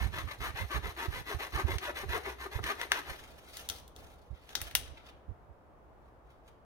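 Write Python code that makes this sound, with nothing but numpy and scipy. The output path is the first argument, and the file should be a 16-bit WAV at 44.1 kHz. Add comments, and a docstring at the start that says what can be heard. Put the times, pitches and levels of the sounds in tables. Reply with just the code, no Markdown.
"""In a conifer forest, a hand saw is pushed and pulled through a dead branch a few metres away.
Striking teeth and torn fibres make the rasp; a caught blade judders; breaks are short bursts ringing the wood.
Twigs scrape as clumps of grains, and the rest of the branch drops into dry brush with cracks and dull thuds.
Scattered noise taps give a short echo off brush and trunks; shaped noise gives faint treetop wind,
and low buffets almost all on the right."""
import sys
import numpy as np
from scipy import signal
from scipy.fft import rfft, irfft
from scipy.io import wavfile

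SR = 44100
rng = np.random.default_rng(int(sys.argv[2]) if len(sys.argv) > 2 else 0)


def materialize(psi):
    """Save the field psi as 16-bit PCM at rate SR to the path in sys.argv[1].

    A 1-D psi becomes a single channel; in a 2-D psi each row is a channel.
    """
    bounded = np.clip(np.atleast_2d(psi).T, -1, 1)
    quanta = np.round(bounded * 32767).astype(np.int16)
    wavfile.write(sys.argv[1], SR, quanta)


N = 293253
TIME = np.arange(N) / SR


def amp(db):
    """Decibels to gain."""
    return 10 ** (np.asarray(db) / 20)


def unit(x):
    """Scales to an rms of 1."""
    return x / np.sqrt(np.mean(x ** 2) + 1e-20)


def read(points, hz):
    """Reads a table on a log-frequency axis."""
    f, value = np.transpose(points)
    return np.interp(np.log(hz + 1), np.log(f + 1), value)


def colour(x, points):
    """Minimum-phase filter with the given spectrum, so nothing sounds ahead of its cause."""
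    level_db = read(points, abs(np.fft.fftfreq(4096, 1 / SR)))
    log_gain = np.log(amp(np.maximum(level_db, -90)))
    spectrum = np.exp(np.conj(signal.hilbert(log_gain)))
    taps = np.fft.ifft(spectrum).real[:2048]
    return signal.oaconvolve(x, taps)[:len(x)]


def ring(x, hz, width_hz):
    """One resonance, of gain 1 at its peak."""
    return signal.lfilter(*signal.iirpeak(hz, hz / width_hz, SR), x)


def wander(hz):
    """Smooth random motion of rms 1, mostly slower than the given rate."""
    slow = np.exp(-(np.fft.rfftfreq(N, 1 / SR) / hz) ** 2)
    return unit(irfft(rfft(rng.standard_normal(N)) * slow, N))


def grains(per_s, spread_db):
    """Random clicks of either sign, most of them small."""
    size = amp(spread_db * np.minimum(rng.exponential(1, N), 4.5))
    size = size * rng.choice([-1, 1], N)
    return unit(size * (rng.random(N) < per_s / SR))


def add(mix, start_s, sound):
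    """Mixes a sound in at a time."""
    part = mix[..., max(round(start_s * SR), 0):][..., :sound.shape[-1]]
    part += sound[..., :part.shape[-1]]


def ports(x, left_over_right_db, left_lag=7):
    """Two microphones a little apart: a positive lag (samples) brings the sound to the left one later."""
    left = np.roll(x, round(left_lag)) * amp(left_over_right_db / 2)
    right = x * amp(-left_over_right_db / 2)
    return np.array([left, right])


# spectrum of the far wind: pitch_hz, relative_level_db
WIND_SPECTRUM = [(20, -11.5), (45, -2.5), (65, 5.5), (95, -7), (128, -4.5), (200, -12), (330, -10),
                 (450, -9), (750, -9.5), (1200, -15), (2000, -27), (4000, -41), (8000, -47.5),
                 (16000, -47.5)]
# likeness of the two channels in the wind: pitch_hz, likeness (0-1, no unit)
WIND_LIKENESS = [(40, 1), (130, 0.2), (290, 0.8), (640, 0.4), (1400, 0)]


def air(wind_db=-58, sway_db=1, hum_db=-55):
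    """Far wind in the treetops as shaped noise; the long branch hums low while it is being sawn."""
    a, b = rfft(rng.standard_normal((2, N)))
    same = np.clip(read(WIND_LIKENESS, np.fft.rfftfreq(N, 1 / SR)), 0, 1)
    pair = irfft(np.array([a, same * a + np.sqrt(1 - same ** 2) * b]), N)
    wind = unit(np.array([colour(channel, WIND_SPECTRUM) for channel in pair]))
    wind = amp(wind_db + sway_db * wander(2)) * wind
    hum = unit(ring(ring(rng.standard_normal(N), 61, 33), 61, 33))
    hum = hum * np.interp(TIME, [2.2, 3.4], [1, 0])  # fades out as the sawing ends
    return wind + amp(hum_db) * hum


# strokes of the arm, pushing first, then pulling and pushing by turns: start_s, effort_db
STROKES = [(-0.03, -41), (0.104, -40.5), (0.257, -44.5), (0.382, -38), (0.53, -40), (0.676, -38.5),
           (0.812, -41), (0.947, -37), (1.093, -40), (1.242, -39), (1.372, -39), (1.504, -37.5),
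           (1.652, -38), (1.79, -39), (1.932, -40.5), (2.064, -36.5), (2.215, -41.5), (2.366, -43.5),
           (2.497, -43), (2.612, -36), (2.763, -41.5), (2.886, -38), (3.038, -43)]
SAWING_ENDS_S = 3.18


def arm(bite_power=0.84, slide_db=-16, hiss_db=-48.77, hiss_follows=0.85, usual_effort_db=-38.5,
        hiss_sag_db=-1.5):
    """Each stroke waits at the turn, speeds up and stops; the rasp follows blade speed and effort."""
    start_s, effort_db = np.transpose(STROKES)
    length_s = np.diff(start_s, append=SAWING_ENDS_S)
    k = np.clip(np.searchsorted(start_s, TIME) - 1, 0, len(start_s) - 1)
    pull = k % 2
    # for (push, pull): still shares of the stroke before and after the move
    wait, rest = np.array([.06, .075])[pull], np.array([.08, .07])[pull]
    # a negative lean makes the bite harder early in the stroke
    lean = np.array([-0.84, -0.36])[pull]
    travel = np.clip(((TIME - start_s[k]) / length_s[k] - wait) / (1 - wait - rest), 0, 1)
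    speed = abs(np.sin(np.pi * travel))
    rasp = amp(effort_db[k]) * np.exp(lean * (travel - .5)) * speed ** bite_power
    # the blade still rubs in the cut as it turns round
    slide = amp(slide_db) * (TIME < SAWING_ENDS_S)
    # the hiss follows the effort only in part
    hiss = amp(hiss_db + hiss_follows * (effort_db[k] - usual_effort_db)) * np.hypot(speed, slide)
    hiss = hiss * amp(hiss_sag_db * (travel - .5))  # sawdust fills the teeth along the stroke
    return speed, travel, pull == 1, rasp, hiss


# spectrum of the wood on a pull: pitch_hz, relative_level_db
PULL_SPECTRUM = [(170, -22), (290, -3), (390, -1.5), (500, -15), (680, -4), (1000, -5.5), (1200, 0.5),
                 (1400, -7), (1750, -2), (2400, -10), (3000, -12), (3600, -14.5), (4600, -24.5),
                 (7000, -55.5)]
# spectrum of the wood on a push: pitch_hz, relative_level_db
PUSH_SPECTRUM = [(190, -16), (300, -6), (400, -2.5), (510, -9), (760, -2.5), (1000, -4), (1400, -7),
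                 (1800, -4), (2050, -3.5), (2300, -7.5), (3000, -12), (3500, -12.5), (4600, -25),
                 (7000, -54)]
# spectrum of the hissing teeth: pitch_hz, relative_level_db
TEETH_SPECTRUM = [(2500, -20.5), (4000, 1.5), (4700, -7.5), (6400, -6), (7200, -15), (8000, -14),
                  (8900, -5), (11000, -11.5), (12400, -8), (16000, -15)]
# modes of the branch: pitch_hz, width_hz
BRANCH_MODES = [(400, 170), (810, 190), (1140, 180), (1770, 72), (3500, 400)]


def saw(tooth_hz=520, jitter=.1, tooth_db=-1, fibre_db=-5, pull_db=-1.5, push_db=-3.0, blade_db=-2,
        flutter_db=2.0, mode_swing_db=2.5, deepening_db=7):
    """Teeth strike the cut at a rate set by blade speed, and each tears a cluster of fibres."""
    speed, travel, pulling, rasp, hiss = arm()
    # tooth_hz is the middle strike rate at full speed
    turns = np.cumsum(tooth_hz * speed ** .7 * np.exp(jitter * wander(200))) / SR
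    strikes = np.diff(np.floor(turns), prepend=0) * amp(2.34 * wander(650)) * np.sqrt(SR / tooth_hz)
    tearing = unit(.5 + np.exp(-(turns % 1) / 0.48))
    fibres = tearing * grains(5000, 3.1)
    grip = amp(flutter_db * wander(140))
    drive = grip * (amp(tooth_db) * strikes + amp(fibre_db) * fibres)

    # both colours are scaled to equal energy
    impulse = signal.unit_impulse(4096)
    pull, push = (colour(drive, spectrum) / np.linalg.norm(colour(impulse, spectrum))
                  for spectrum in (PULL_SPECTRUM, PUSH_SPECTRUM))
    push = push + amp(blade_db) * speed ** 2 * ring(push, 2050, 70)  # the blade sings when pushed
    wood = rasp * np.where(pulling, amp(pull_db) * pull, amp(push_db) * push)
    # the contact point shifts, driving each mode now more and now less
    for hz, width_hz in BRANCH_MODES:
        wood = wood + (amp(mode_swing_db * wander(14)) - 1) * ring(wood, hz, width_hz)
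    # the teeth sink in along the stroke, so the rasp grows deeper
    deep = signal.sosfiltfilt(signal.butter(2, 1300, fs=SR, output="sos"), wood)
    sinking = amp(deepening_db * (travel - .5))
    wood = deep * sinking + (wood - deep) / np.sqrt(sinking)

    teeth = hiss * unit(colour(grip * tearing * grains(7000, 2.5), TEETH_SPECTRUM))
    return ports(wood, 2.5) + ports(teeth, 0.37)


# gusts at the right microphone, levels before the trim: start_s, length_s, level_db
BUFFETS = [(0.005, 0.12, -26.5), (0.115, 0.14, -40), (0.233, 0.053, -33), (0.381, 0.18, -38),
           (0.593, 0.087, -32.5), (0.743, .16, -32), (1.077, 0.15, -32.5), (1.343, .05, -31),
           (1.527, 0.091, -31.5), (1.633, .15, -26), (2.026, 0.17, -35), (2.547, 0.16, -33.5),
           (3.079, 0.07, -41.5), (4.3, 0.064, -36.5), (4.585, 0.087, -43.5), (4.74, 0.22, -46.5),
           (5.279, 0.062, -35.5), (5.482, 0.099, -51.5)]


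def buffets(trim_db=-2.5, left_db=-24, lump_db=3.5, rise_s=.01, fall_s=0.023, sag_db=-6.5):
    """Each gust arrives quickly and sags away in lumps of low pressure, almost all on the right."""
    spectrum = [(15, -30), (40, -11), (63, 0), (100, -5), (150, -18), (300, -32), (800, -55), (2000, -85)]
    rumble = colour(rng.standard_normal(N), spectrum) * amp(lump_db * wander(25))
    out = np.zeros(N)
    for start_s, length_s, level_db in BUFFETS:
        at = (TIME > start_s) & (TIME < start_s + length_s)
        age = TIME[at] - start_s
        rise = np.minimum(age / rise_s, 1)
        fall = np.minimum((length_s - age) / fall_s, 1)
        gust = rise * fall * amp(sag_db * age / length_s)
        out[at] += amp(level_db + trim_db) * unit(rumble[at] * gust)
    return out * amp([[left_db], [0]])


# the teeth catch and the branch judders, levels before the trim:
# middle_s, level_db, half_length_s, middle_pitch_hz
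CATCHES = [(0.862, -42.5, 0.03, 419.3), (1.326, -41, 0.05, 398), (1.599, -38.5, 0.03, 390.6),
           (1.691, -39, 0.03, 401.3), (1.893, -38, 0.038, 577.7), (2.038, -40, 0.017, 398),
           (2.154, -34.5, 0.04, 396.8), (2.276, -38.5, 0.039, 397.3), (2.462, -41.5, 0.023, 397),
           (2.592, -37.5, 0.01, 391.8)]


def judder(trim_db=-0.5, sag=0.172, knock_db=0.52):
    """A caught blade hops from tooth to tooth and shakes the branch, slowing as it goes."""
    out = np.zeros(N)
    unsteady, uneven = wander(375), wander(269.8)
    for middle_s, level_db, half_length_s, hz in CATCHES:
        at = abs(TIME - middle_s) < half_length_s
        u = (TIME[at] - middle_s) / half_length_s  # -1 to 1 through the catch
        turns = np.cumsum(hz * (1 - sag * u + 0.13 * unsteady[at])) / SR
        knocks = sum(np.cos(2 * np.pi * k * turns + k * k) / k for k in range(2, 5))
        knocks = knocks * amp(3.2 * uneven[at])
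        shake = unit(np.sin(2 * np.pi * turns) + amp(knock_db) * knocks)
        out[at] += amp(level_db + trim_db) * shake * np.cos(np.pi * u / 2) ** 4
    return ports(out, 2.2)


# dry wood breaks, splinters before their trim: time_s, body_db, ring_hz, splinter_db
SNAPS = [(1.784, -38, 2600, -48), (2.641, -34.5, 1900, -48), (2.815, -33.5, 1750, -44),
         (2.919, -20, 1700, -33), (3.57, -45, 4000, -41.5), (3.689, -36.5, 3500, -35),
         (3.6994, -33, 3500, -36), (3.879, -60.5, 3600, -55), (3.963, -53, 3500, -54),
         (4.492, -51.5, 3000, -60), (4.553, -28, 4000, -35), (4.616, -40.5, 2600, -34.5),
         (4.712, -48.5, 2200, -53), (4.752, -23, 3000, -21)]
# where it breaks (in the cut, at the twig further right, then on the ground ahead):
# from_s, left_lag_samples
SNAP_PLACES = [(0, 5), (3.3, 11), (4.4, -3)]
# spectrum of a break in a stick, around its ring: pitch_hz, relative_level_db
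STICK_SPECTRUM = [(150, -21.5), (500, -15), (750, -6), (1200, -7), (1800, 0.5), (2500, -6), (3400, -0.5),
                  (4800, -4.5), (6200, 0), (7600, -14.5), (16000, -39)]
# spectrum of the bright splinters: pitch_hz, relative_level_db
SPLINTER_SPECTRUM = [(3000, -30), (6200, -7.5), (7600, -6), (9400, 7), (11500, -1.5), (13500, 3),
                     (15500, -2)]


def snaps(ring_db=5, ring_width_hz=800, dull_above=1.8, dull_db=-10, splinter_trim_db=-1,
          tear_s=0.0013, after_db=-17, after_s=.004, lead_s=.0005):
    """A break is a short burst of tearing fibres: it rings the stick briefly and sprays bright splinters."""
    out, t = np.zeros((2, N)), TIME[:4096]
    window = np.sqrt(.005 * SR / len(t))  # levels count as if the energy filled 5 ms
    for time_s, body_db, hz, bright_db in SNAPS:
        lag = [lag for from_s, lag in SNAP_PLACES if from_s <= time_s][-1]
        decay = np.exp(-t / tear_s) + amp(after_db) * np.exp(-t / after_s)
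        burst = rfft(rng.standard_normal(len(t)) * decay)
        # the tear is so short that its energy lies almost evenly over all pitches
        tear = np.roll(irfft(burst / abs(burst) ** .8), 64) * (t < .04)
        # thick wood rings lower and sounds duller
        dulling = [(hz * dull_above, 0), (2 * hz * dull_above, dull_db)]
        body = colour(colour(tear, STICK_SPECTRUM), dulling)
        body = body + amp(ring_db) * ring(body, hz, ring_width_hz)
        splinters = unit(colour(tear, SPLINTER_SPECTRUM))
        crack = amp(body_db) * unit(body) + amp(bright_db + splinter_trim_db) * splinters
        add(out, time_s - lead_s, ports(window * crack, 4.2, lag)[:, 56:-64])
    return out


# twigs, needles and sleeves brush past each other, levels before the trim:
# loudest_s, level_db, swell_s, fade_s, treble_db
BRUSH = [(3.17, -55.5, .06, .2, -1), (3.619, -51.5, 0.095, .025, 3.5), (3.75, -57.5, 0.022, 0.029, 9),
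         (3.985, -61.5, 0.019, .11, 3), (4.383, -65, 0.033, .025, -15), (4.525, -58.5, .03, .02, -2),
         (4.665, -47, .085, .03, -1), (4.86, -58, .03, .035, -6), (4.975, -54, 0.011, .016, -13.5),
         (5.09, -55, 0.037, 0.017, -7.5), (6.07, -78, 0.028, 0.032, -1), (6.31, -72, 0.04, .04, -3),
         (6.48, -68, 0.019, 0.022, -0.5)]
# spectrum of the scraping twigs: pitch_hz, relative_level_db
TWIG_SPECTRUM = [(150, -18.5), (350, -6), (700, -4), (1300, -2), (2000, -2), (2700, -3), (3600, -2),
                 (5000, -10.5), (6400, -10.5), (7600, -18.5), (9400, -10), (11500, -15.5), (16000, -16)]


def brush(trim_db=-2, clump_db=3, tick_db=-4, treble_hz=4200):
    """Dry twigs scrape in little clumps and tick as the wood slides by; each rustle swells and fades."""
    scraping = grains(7000, 3) + amp(tick_db) * grains(250, 3.1)
    rustle = unit(colour(scraping, TWIG_SPECTRUM)) * amp(trim_db + clump_db * wander(50))
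    treble = signal.sosfiltfilt(signal.butter(2, treble_hz, "high", fs=SR, output="sos"), rustle)
    out = np.zeros(N)
    for loudest_s, level_db, swell_s, fade_s, treble_db in BRUSH:
        away = np.maximum((loudest_s - TIME) / swell_s, (TIME - loudest_s) / fade_s)
        out += amp(level_db) * np.exp(-away) * (rustle + (amp(treble_db) - 1) * treble)
    return ports(out, 1.5)


# soft thuds on moss and brush: start_s, level_db, decay_s
THUDS = [(3.2, -56, .15), (3.6, -53.5, .06), (3.7, -47, .035), (3.96, -52, .12), (4.49, -55.5, 0.077),
         (4.56, -51.5, .14), (4.76, -52.5, .1)]


def thuds(rise_s=0.0031):
    """Wood and boots settle on the soft ground: dull pushes without any ring."""
    ground = [(25, -8.5), (60, 8), (120, -10), (200, -13), (400, -9.5), (800, -13.0),
              (1500, -19.5), (4000, -44.5)]
    push = np.zeros(N)
    for start_s, level_db, decay_s in THUDS:
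        age = np.maximum(TIME - start_s, 0)
        push += amp(level_db) * np.exp(-age / decay_s) * (1 - np.exp(-age / rise_s))
    return ports(push * unit(colour(rng.standard_normal(N), ground)), 0)


# forest echo, time to fall by 60 dB: pitch_hz, t60_s
FOREST_DECAY = [(300, 0.83), (1000, 0.4), (3000, 0.56), (8000, 0.4), (16000, 0.23)]


def echo(near_db, near_s, far_db):
    """Brush scatters the treble at once; the trunks answer with a thin longer tail."""
    t = TIME[:SR]
    near = rng.standard_normal((2, SR)) * np.exp(-t / near_s) * (t > .001)
    near = signal.sosfilt(signal.butter(2, 650, "high", fs=SR, output="sos"), near)
    trunks = rng.standard_normal((2, SR)) * (rng.random((2, SR)) < .08) * (1 - np.exp(-t / 0.0093))
    # each pitch dies away at its own pace
    hz, age, bands = signal.stft(trunks, SR, nperseg=256)
    fading = amp(-60 * age / read(FOREST_DECAY, hz)[:, None])
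    far = signal.istft(bands * fading, SR, nperseg=256)[1][:, :SR]
    return (amp(near_db) * unit(near) + amp(far_db) * unit(far)) / np.sqrt(SR)


def forest(x, near_db, near_s, far_db, count=5, moves_per_s=23):
    """The source keeps moving, so it passes from one set of echo paths to the next."""
    place = (TIME * moves_per_s) % count
    out = x
    for k in range(count):
        away = abs((place - k + count / 2) % count - count / 2)
        share = np.cos(np.pi / 2 * np.minimum(away, 1))
        out = out + signal.oaconvolve(x * share, echo(near_db, near_s, far_db), axes=1)[:, :N]
    return out


# how the two microphone ports differ in tone: pitch_hz, left_minus_right_db
PORT_TONE = [(300, -0.5), (1200, 1), (3000, -0.5), (5800, 6), (9500, -5.5), (14000, 0)]


def port_tone(x):
    """Each microphone port colours the sound in its own way, most of all in the treble."""
    tilt_db = read(PORT_TONE, np.fft.rfftfreq(N, 1 / SR))
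    return irfft(rfft(x) * amp([tilt_db / 2, -tilt_db / 2]), N)


def scene():
    """The saw, the breaking wood and the forest around them."""
    sawing = forest(saw() + judder(), near_db=-1.0, near_s=0.0065, far_db=-11.5)
    breaking = forest(snaps(), near_db=-6.5, near_s=0.018, far_db=-16.0)
    settling = forest(brush() + thuds(), near_db=1.0, near_s=.004, far_db=-7)
    return port_tone(sawing + breaking + settling) + buffets() + air()


def record(dry, edge_hz=16200):
    """A steep low-pass limits the band of both channels."""
    taps = signal.firwin(301, edge_hz, window=("kaiser", 9), fs=SR)
    return signal.oaconvolve(dry, taps[None], "same")


dry = scene()
out = record(dry)
materialize(out)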